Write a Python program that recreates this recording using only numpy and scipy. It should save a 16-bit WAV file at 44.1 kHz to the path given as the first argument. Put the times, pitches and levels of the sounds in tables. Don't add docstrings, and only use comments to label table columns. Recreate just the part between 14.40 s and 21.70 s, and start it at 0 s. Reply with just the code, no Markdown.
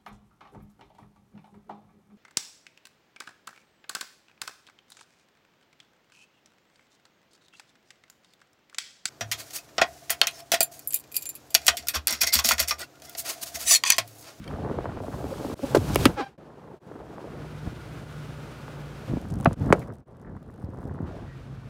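import sys
import numpy as np
from scipy import signal
from scipy.fft import rfft, irfft, next_fast_len
from scipy.io import wavfile
from scipy.ndimage import uniform_filter1d

SR = 44100
rng = np.random.default_rng(int(sys.argv[2]) if len(sys.argv) > 2 else 0)


def dump_mix(stems):
    frames = np.atleast_2d(stems).T
    limited = np.clip(frames, -1, 1)
    pcm = np.round(limited * 32767).astype(np.int16)
    wavfile.write(sys.argv[1], SR, pcm)


N = 321753
T = np.arange(N) / SR


def gain_of(db):
    return 10 ** (np.asarray(db) / 20)


def evened(x):
    return x / np.sqrt(np.mean(x ** 2) + 1e-20)


def wander(size):
    return evened(uniform_filter1d(rng.standard_normal(N), size=size))


def along(rows):
    s, *columns = np.transpose(rows)
    return [np.interp(T, s, c) for c in columns]


def colour(x, points):
    hz, db = np.transpose(points)
    size = next_fast_len(N)
    log_hz = np.log(np.fft.rfftfreq(size, 1 / SR) + 1)
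    response = gain_of(np.interp(log_hz, np.log(hz + 1), db, -90, -90))
    return evened(irfft(rfft(x, size) * response, size)[:N])


def band(x, low_hz, high_hz):
    edges = [low_hz, min(high_hz, 20000)]
    sos = signal.butter(N=2, Wn=edges, btype="band", fs=SR, output="sos")
    return evened(signal.sosfilt(sos, x))


def add(mix, s, sound):
    part = mix[round(s * SR):][:len(sound)]
    part += sound[:len(part)]


def chirp(start_hz, end_hz, glide, t60, rise, hold=1):
    t = np.arange(int(t60 * SR) + 8) / SR
    hz = end_hz + (start_hz - end_hz) * np.exp(-t / glide)
    decay = gain_of(-60 * (t / t60) ** hold)
    ring = np.sin(2 * np.pi * np.cumsum(hz) / SR) * decay * (1 - np.exp(-t / rise))
    return ring / abs(ring).max()


# time in seconds, firing rate in Hz, level in dB before the order levels.
IDLE_CURVE = [(2.75, 30.26, -58), (3.0, 30.34, -41.5), (4.2, 29.61, -44), (4.65, 28.77, -42.5),
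              (4.8, 29.78, -69), (6.601, 27.67, -75), (6.9, 26.76, -47), (7.3, 27, -43.5)]
# multiple of the firing rate, level in dB relative to the idle.
ENGINE_ORDERS = [(2, -5.5), (4, -5), (4.5, -8.5), (5, 1.5)]
# start and end in seconds, pitch in Hz, level in dB.
ACCESSORY_WHINES = [(2.9, 4.6, 890, -63), (2.9, 4.6, 1440, -59), (2.9, 4.6, 2028, -64.5),
                    (2.9, 4.2, 9400, -72), (0, .35, 9550, -75)]


def engine():
    firing_hz, idle_db = along(IDLE_CURVE)
    turns = np.cumsum(firing_hz) / SR
    out = np.zeros(N)
    for multiple, order_db in ENGINE_ORDERS:
        waver_db = 2.3 * wander(5000)
        tone = np.sin(2 * np.pi * (multiple * turns + rng.random()))
        out += gain_of(idle_db + order_db + waver_db) * tone
    for start, end, hz, db in ACCESSORY_WHINES:
        drift = np.cumsum(rng.standard_normal(N)) * .009
        on = np.clip(np.minimum(T - start, end - T) / 0.27 + .5, 0, 1)
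        out += gain_of(db) * on * np.sin(2 * np.pi * (hz * T + drift))
    return out


# time in seconds, level in dB before brightening,
# gain in dB of its treble, roughly above 5 kHz.
HISS_CURVE = [(0, -53.5, -8), (.6, -52.5, -13), (.62, -63.5, 16.5), (1.2, -63, 25), (1.4, -68, 30),
              (1.64, -53, 25.5), (1.75, -55, 5), (1.8, -46.5, -15.5), (2.0, -63.5, -13.5),
              (2.4, -64.5, 1.5), (2.9, -54.5, -10.5), (3.3, -50, -8.5), (4.75, -50.5, -5.5),
              (4.95, -61, -1), (5.15, -53.5, -7), (5.25, -56.5, 2), (5.37, -55.5, -6), (5.4, -62.5, 16.5),
              (5.55, -73.5, -14), (6.65, -66.5, -5), (6.67, -56, -31.5), (7.3, -57.5, -36)]
# frequency in Hz, relative level per Hz in dB.
HISS_SPECTRUM = [(710, -21.5), (1200, -2), (1460, -1), (1820, -7), (1970, -9), (2290, -6.5), (15100, -25),
                 (15800, -30), (16100, -71)]


def engine_hiss():
    level_db, bright_db = along(HISS_CURVE)
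    hiss = colour(rng.standard_normal(N), HISS_SPECTRUM) * gain_of(wander(1200))
    treble = hiss - signal.lfilter([.5], [1, -.5], hiss)
    return gain_of(level_db) * (hiss + (gain_of(bright_db) - 1) * treble)


# time in seconds, share by power from 0 to 1.
GRAIN_SHARE = [(0, 0.65), (.7, .7), (1.9, 0.3), (2.85, 0.7), (3.1, 0.28), (4.6, 0.05), (4.8, 0.45),
               (5.7, .55), (6.75, 0.75), (6.95, 0.35)]
# frequency in Hz, relative level per Hz in dB.
SNOW_SPECTRUM = [(76, -26), (130, -12.5), (421, -12), (717, -18), (842, -20), (1110, -23.5), (1600, -30.5),
                 (2000, -37), (3250, -87)]


def snow_grains():
    strengths = gain_of(3.4 * np.minimum(rng.exponential(1, N), 3))
    snaps = strengths * (rng.random(N) < 400 / SR)
    kind, grains = rng.integers(0, 12, N), np.zeros(N)
    for k, hz in enumerate(np.geomspace(200, 1100, num=12)):
        snap = chirp(1.21 * hz, hz, 0.002, 9 / hz, 0.0021)
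        grains += signal.oaconvolve(snaps * (kind == k), snap)[:N]
    power = uniform_filter1d(abs(rfft(grains)) ** 2, size=400)
    grains = irfft(rfft(grains) / np.sqrt(power + 1e-9), N)
    share = np.clip(along(GRAIN_SHARE)[0], 0, 1)
    smooth = colour(rng.standard_normal(N), SNOW_SPECTRUM)
    return np.sqrt(share) * colour(grains, SNOW_SPECTRUM) + np.sqrt(1 - share) * smooth


# time in seconds, snow level in dB, rumble level in dB.
ROLL_CURVE = [(0, -64.5, -30.5), (.07, -41.5, -42.5), (.12, -38, -34), (.3, -32.5, -35.5), (.6, -39.5, -38),
              (1.14, -37, -40), (1.2, -40, -44), (1.32, -36.5, -38), (1.45, -34.5, -28.5),
              (1.7, -30, -26.5), (1.77, -51, -45), (2.0, -48, -63), (2.45, -46.5, -58), (2.65, -44, -48.5),
              (2.95, -40.5, -48), (3.2, -46.5, -44), (4.62, -45, -49), (4.9, -42, -31), (5.2, -41, -29.5),
              (5.36, -36, -31.5), (5.57, -52, -48), (6.2, -49, -43), (6.5, -40.5, -36.5), (6.83, -43, -39),
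              (6.92, -51, -46), (7.3, -52, -41.5)]
# time of the peak in seconds, length in seconds,
# change of the snow level in dB, change of the rumble level in dB.
RIDGE_LURCHES = [(2.307, 0.14, 4.5, -0.5), (2.793, 0.056, 4, -5), (3.274, 0.055, 4, 12.5),
                 (4.73, 0.16, 4.5, 17), (4.938, 0.092, 0.5, 4), (5.3, 0.23, 6.5, 8.5), (5.501, 0.092, 6, 4),
                 (5.878, 0.28, 3.5, 7)]
# frequency in Hz, relative level per Hz in dB.
RUMBLE_SPECTRUM = [(20, -22.5), (40, 5), (80, 8), (134, 7.5), (206, 3), (320, -6), (420, -40)]


def rolling():
    snow_db, rumble_db = along(ROLL_CURVE)
    for s, length, crush_db, boom_db in RIDGE_LURCHES:
        swell = np.interp(T, [s - length / 2, s, s + length / 2], [0, 1, 0])
        snow_db = snow_db + crush_db * swell
        rumble_db = rumble_db + boom_db * swell
    uneven = evened(uniform_filter1d(wander(900), size=900))
    lumps = gain_of(2.44 * uneven)
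    rumble = evened(colour(rng.standard_normal(N), RUMBLE_SPECTRUM) * lumps)
    return gain_of(snow_db) * snow_grains() * lumps ** 0.54 + gain_of(rumble_db) * rumble


# start in seconds, peak level in dB.
METAL_TAPS = [(0.041, -37), (0.078, -29.5)]
# frequency in Hz, relative level in dB, 60 dB decay in seconds.
METAL_MODES = [(1860, -12, 0.041), (2280, -3.5, 0.033), (3180, -2.5, 0.032), (4440, -1.5, 0.012)]


def clinks():
    out, t = np.zeros(N), np.arange(4000) / SR
    ring = sum(gain_of(db - 60 * t / t60) * np.sin(2 * np.pi * hz * t) for hz, db, t60 in METAL_MODES)
    for s, db in METAL_TAPS:
        add(out, s, gain_of(db) * ring / abs(ring).max())
    return out


# start in seconds, peak level in dB.
STUD_TICKS = [(0.043, -40), (0.08, -39), (1.534, -29), (1.547, -14.5), (4.815, -40), (4.8628, -51),
              (4.906, -46), (4.94, -35.5), (5.01, -31), (5.029, -41), (5.0474, -26), (5.131, -30.5),
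              (5.1866, -55), (5.221, -52), (5.261, -43), (5.395, -36.5), (5.7695, -55), (5.7983, -53.5),
              (5.8157, -50), (5.823, -57.5), (5.967, -54), (6.0294, -50), (6.1056, -53), (6.141, -51),
              (6.161, -55), (6.178, -52.5), (6.246, -49), (6.3366, -64), (6.36, -57), (6.3734, -50.5),
              (6.388, -51), (6.441, -50.5), (6.478, -50.5), (6.487, -53.5), (6.5405, -50), (6.62, -54)]
# time in seconds, typical peak level in dB.
STUD_PATTER = [(4.75, -92), (4.9, -42.5), (5.5, -53), (5.7, -68), (6.1, -65), (6.6, -56), (6.7, -88.5)]


def studs():
    out, t = np.zeros(N), np.arange(400) / SR
    shape = t * np.exp(-t / 0.0002)
    ticks = [shape * band(rng.standard_normal(400), 2800, 11500) for _ in range(56)]
    ticks = [tick / abs(tick).max() for tick in ticks]
    for (s, db), tick in zip(STUD_TICKS, ticks):
        add(out, s, gain_of(db) * tick)
    clumps = gain_of(6 * wander(1500))
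    hits = rng.random(N) < 90 * clumps / SR
    patter = gain_of(along(STUD_PATTER)[0] + 3.5 * rng.standard_normal(N)) * hits
    kind = rng.integers(0, 8, N)
    return out + sum(signal.oaconvolve(patter * (kind == k), ticks[-1 - k])[:N] for k in range(8))


# start in seconds, peak level in dB,
# nominal pitch in Hz that the fall passes through.
SNOW_CRUNCHES = [(0.249, -29, 563), (0.261, -32, 645), (0.287, -38, 405), (0.312, -21, 390),
                 (0.387, -20, 520), (0.443, -26, 487), (0.456, -21.5, 634), (0.572, -29, 600),
                 (0.603, -28.5, 533), (0.682, -24.5, 410), (0.842, -22, 382), (1.048, -19.5, 410),
                 (1.099, -25.5, 400), (1.193, -23.5, 480), (2.514, -32, 416), (2.555, -34.5, 459),
                 (2.782, -30.5, 660), (2.842, -30.5, 430), (3.272, -31, 420), (4.28, -33, 850),
                 (4.708, -33, 392), (4.77, -21, 328), (5.001, -37, 700), (5.11, -29, 590),
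                 (5.266, -31, 520), (5.303, -19.5, 597)]
# start in seconds, peak level in dB,
# nominal pitch in Hz that the fall passes through.
CRUST_THUMPS = [(1.126, -25.5, 181), (4.715, -22.5, 139), (4.736, -17, 160), (4.968, -20, 97),
                (5.212, -21.5, 142), (5.26, -23, 115.5), (6.24, -23.5, 89.8), (6.288, -26.5, 126),
                (6.453, -25.5, 122), (6.511, -27.5, 105), (6.604, -23, 151), (6.628, -21.5, 104)]
# start in seconds, length in seconds, level in dB before the swell.
TYRE_SCRAPES = [(5.815, .12, -56)]


def tread():
    out = np.zeros(N)
    for s, db, hz in SNOW_CRUNCHES:
        add(out, s, gain_of(db) * chirp(2.93 * hz, 0.66 * hz, 0.0012, 11 / hz, 0.00098))
    for s, db, hz in CRUST_THUMPS:
        add(out, s, gain_of(db) * chirp(2.52 * hz, 0.73 * hz, 0.0031, 8 / hz, 0.00051))
    low_hz, high_hz = 1180, 1960
    for s, length, db in TYRE_SCRAPES:
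        grit = rng.standard_normal(12000) * (rng.random(12000) < .02)
        scuff = band(band(grit, low_hz, high_hz), low_hz, high_hz)[:round(length * SR)]
        add(out, s, gain_of(db) * scuff * np.hanning(len(scuff)))
    return out


# time in seconds,
# mean slip rate in Hz, level in dB of the tone before the flap, flap rate in Hz, flap depth from 0 to 1.
SQUEAL_CURVE = [(1.758, 790, -54, 640, 1), (1.778, 850, -34, 530, 1), (1.795, 820, -29, 470, .9),
                (1.812, 795, -29, 280, 1), (1.825, 755, -34, 250, .6), (1.843, 805, -34.5, 200, .15),
                (1.853, 795, -46, 200, .15), (1.869, 792, -34.5, 230, .1), (1.893, 780, -56, 260, .1)]


def squeal():
    start, end = SQUEAL_CURVE[0][0], SQUEAL_CURVE[-1][0]
    span = slice(round(start * SR), round(end * SR))
    hz, db, flap_hz, depth = (c[span] for c in along(SQUEAL_CURVE))
    noise = rng.standard_normal((2, len(hz)))
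    uneven = evened(uniform_filter1d(noise[0], size=150))
    turns = np.cumsum(hz * (1 + .05 * depth * uneven)) / SR
    flap = np.sin(2 * np.pi * np.cumsum(flap_hz) / SR)
    tone = evened(sum(np.sin(2 * np.pi * k * turns) / k ** 1.7 for k in range(1, 8)))
    rasp = band(noise[1], 250, 1500) + .35 * band(noise[1], 1500, 4500)
    loose = tone * flap + gain_of(1) * flap + gain_of(-8) * rasp
    return start, gain_of(db) * (tone + depth * loose)


# start in seconds, length in seconds, level in dB at the swell's top,
# slip rate at the start and at the end in Hz, roughness from 0 to 1, frequency in Hz above which it is dull.
RUBBER_SQUEAKS = [(.915, .026, -27, 532, 530, .02, 600), (1.226, .03, -22, 262, 288, .04, 640),
                  (5.408, .035, -48, 2150, 1950, .6, 2000), (6.83, .18, -57, 1960, 1820, .45, 2000)]


def squeaks():
    out = np.zeros(N)
    for s, length, peak_db, from_hz, to_hz, rough, dull_hz in RUBBER_SQUEAKS:
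        done = np.arange(0, 1, 1 / (length * SR))
        db = peak_db - 27 * (2 * done ** 0.86 - 1) ** 2
        hz = from_hz + (to_hz - from_hz) * done
        turns = np.cumsum(hz) / SR
        tone = sum(np.sin(2 * np.pi * k * turns) / (1 + (k * hz / dull_hz) ** 6) for k in range(1, 8))
        noise = rng.standard_normal(8000)[:len(done)]
        rasp = band(noise, 0.85 * to_hz, 1.1 * from_hz)
        rough = np.clip(rough, 0, 1)
        add(out, s, gain_of(db) * (np.sqrt(1 - rough) * evened(tone) + np.sqrt(rough) * evened(rasp)))
    return out


def boom(s, db, end_hz, ring):
    ragged = band(rng.standard_normal(8000), 0.2 * end_hz, 1.4 * end_hz)[:len(ring)]
    return s, gain_of(db) * ring * (1 + 0.3 * ragged)


# start in seconds, level in dB before raggedness,
# end pitch in Hz, 60 dB decay in seconds.
RUBBER_SLAPS = [(1.358, -31, 326, 0.0068), (1.3617, -10.5, 384, 0.0076), (1.3675, -7, 264, 0.015),
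                (1.381, -17, 98, 0.043), (1.6579, -2.5, 193, 0.012), (1.664, -15, 100, 0.019),
                (5.059, -9, 224, 0.0074), (5.066, -16, 459, 0.013), (5.0725, -6, 116.5, 0.02),
                (5.3042, -9, 149, 0.021), (5.35, -27, 466, 0.042)]


def slaps():
    out = np.zeros(N)
    for s, db, hz, t60 in RUBBER_SLAPS:
        ring = chirp(2 * hz, hz, glide=0.0044, t60=t60, rise=0.00078, hold=2.6)
        add(out, *boom(s, db, hz, ring))
    return out


# start in seconds, level in dB before its decay.
SKIN_RIPS = [(1.3503, -21.5), (1.355, -27.5), (1.3715, -28)]


def rips():
    out, t = np.zeros(N), np.arange(3000) / SR
    for s, db in SKIN_RIPS:
        decay = gain_of(db - 60 * t / 0.022)
        add(out, s, decay * band(rng.standard_normal(len(t)), 900, 5100) * np.minimum(t / 0.00044, 1))
    return out


# start in seconds, boom level in dB before raggedness,
# boom start and end pitch in Hz, glide in seconds, 60 dB decay in seconds, rise in seconds,
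# crack level in dB, crack decay in seconds, crack band from and to in Hz,
# treble level in dB, treble decay in seconds, treble upper edge in Hz.
BALLOON_BURSTS = [(1.3476, -2, 724, 446, 0.00082, 0.0064, 0.0055, -16, 0.062, 704, 1660, -31.5, 0.12, 12000),
                  (1.558, -11.5, 1630, 350, 0.0012, 0.0098, 0.00083, -11, 0.016, 900, 3220, -6, 0.0055, 13400),
                  (1.6544, -6.5, 1880, 597, 0.0013, 0.0044, 0.00095, -9, 0.04, 810, 4000, -11.5, 0.021, 11900),
                  (5.0574, -6, 1130, 689, 0.0012, 0.0068, 0.0007, -4, 0.018, 1025, 1550, -18, 0.023, 2900),
                  (5.3255, 0, 2230, 377, 0.0012, 0.0093, 0.00043, -9.5, 0.015, 1212, 3020, -20, 0.023, 8100)]


def bursts():
    out, t = np.zeros(N), np.arange(3000) / SR
    for s, db, start_hz, end_hz, glide, t60, rise, *tear in BALLOON_BURSTS:
        add(out, *boom(s, db, end_hz, chirp(start_hz, end_hz, glide, t60, rise, hold=4.4)))
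        crack_db, crack_t60, low_hz, high_hz, treble_db, treble_t60, top_hz = tear
        noise = rng.standard_normal((2, len(t)))
        crack = gain_of(crack_db - 60 * t / crack_t60) * band(band(noise[0], low_hz, high_hz), low_hz, high_hz)
        treble = gain_of(treble_db - 60 * t / treble_t60) * band(noise[1], 2300, top_hz)
        mid_hz = np.sqrt(low_hz * high_hz)
        snap = chirp(1.2 * mid_hz, mid_hz, glide=.001, t60=.0045, rise=.0002, hold=2)
        add(out, s, gain_of(crack_db - 6) * snap)
        add(out, s - .0002, (crack + treble) * (1 - np.exp(-t / 0.00037)))
    return out


def balloons():
    out = bursts() + slaps() + rips() + squeaks()
    add(out, *squeal())
    return out


def scene():
    near = balloons() + tread()
    t = np.arange(6000) / SR
    echo = rng.standard_normal(6000) * gain_of(-60 * t / 0.045) * (t > .003)
    echo = signal.lfilter([.15], [1, -.85], echo)
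    back = gain_of(-20.5) * signal.oaconvolve(near, echo / np.linalg.norm(echo))[:N]
    background = engine() + engine_hiss() + rolling()
    return (near + back + studs() + clinks() + background)[None]


# quietest moment in seconds, fade-out in seconds, fade-in in seconds, lowest gain in dB.
BRIEF_FADES = [(1.144, 0.0026, 0.11, -38), (1.977, 0.15, 0.0038, -35), (2.397, 0.05, 0.07, -35),
               (5.147, 0.006, 0.064, -19), (5.653, 0.081, 0.032, -34), (7.296, 0.0037, 0.0046, -30)]


def record(dry):
    for s, out, back, depth_db in BRIEF_FADES:
        dry = dry * np.clip(np.maximum((s - T) / out, (T - s) / back), gain_of(depth_db), 1)
    bass_cut = signal.butter(N=2, Wn=40, btype="high", fs=SR, output="sos")
    dry = signal.sosfilt(bass_cut, dry)
    soft = 0.97 * np.tanh(dry / 1.035)
    low_pass = signal.firwin(511, 16500, window=("kaiser", 9), fs=SR)
    return signal.oaconvolve(soft, low_pass[None], "same")


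dry = scene()
out = record(dry)
dump_mix(out)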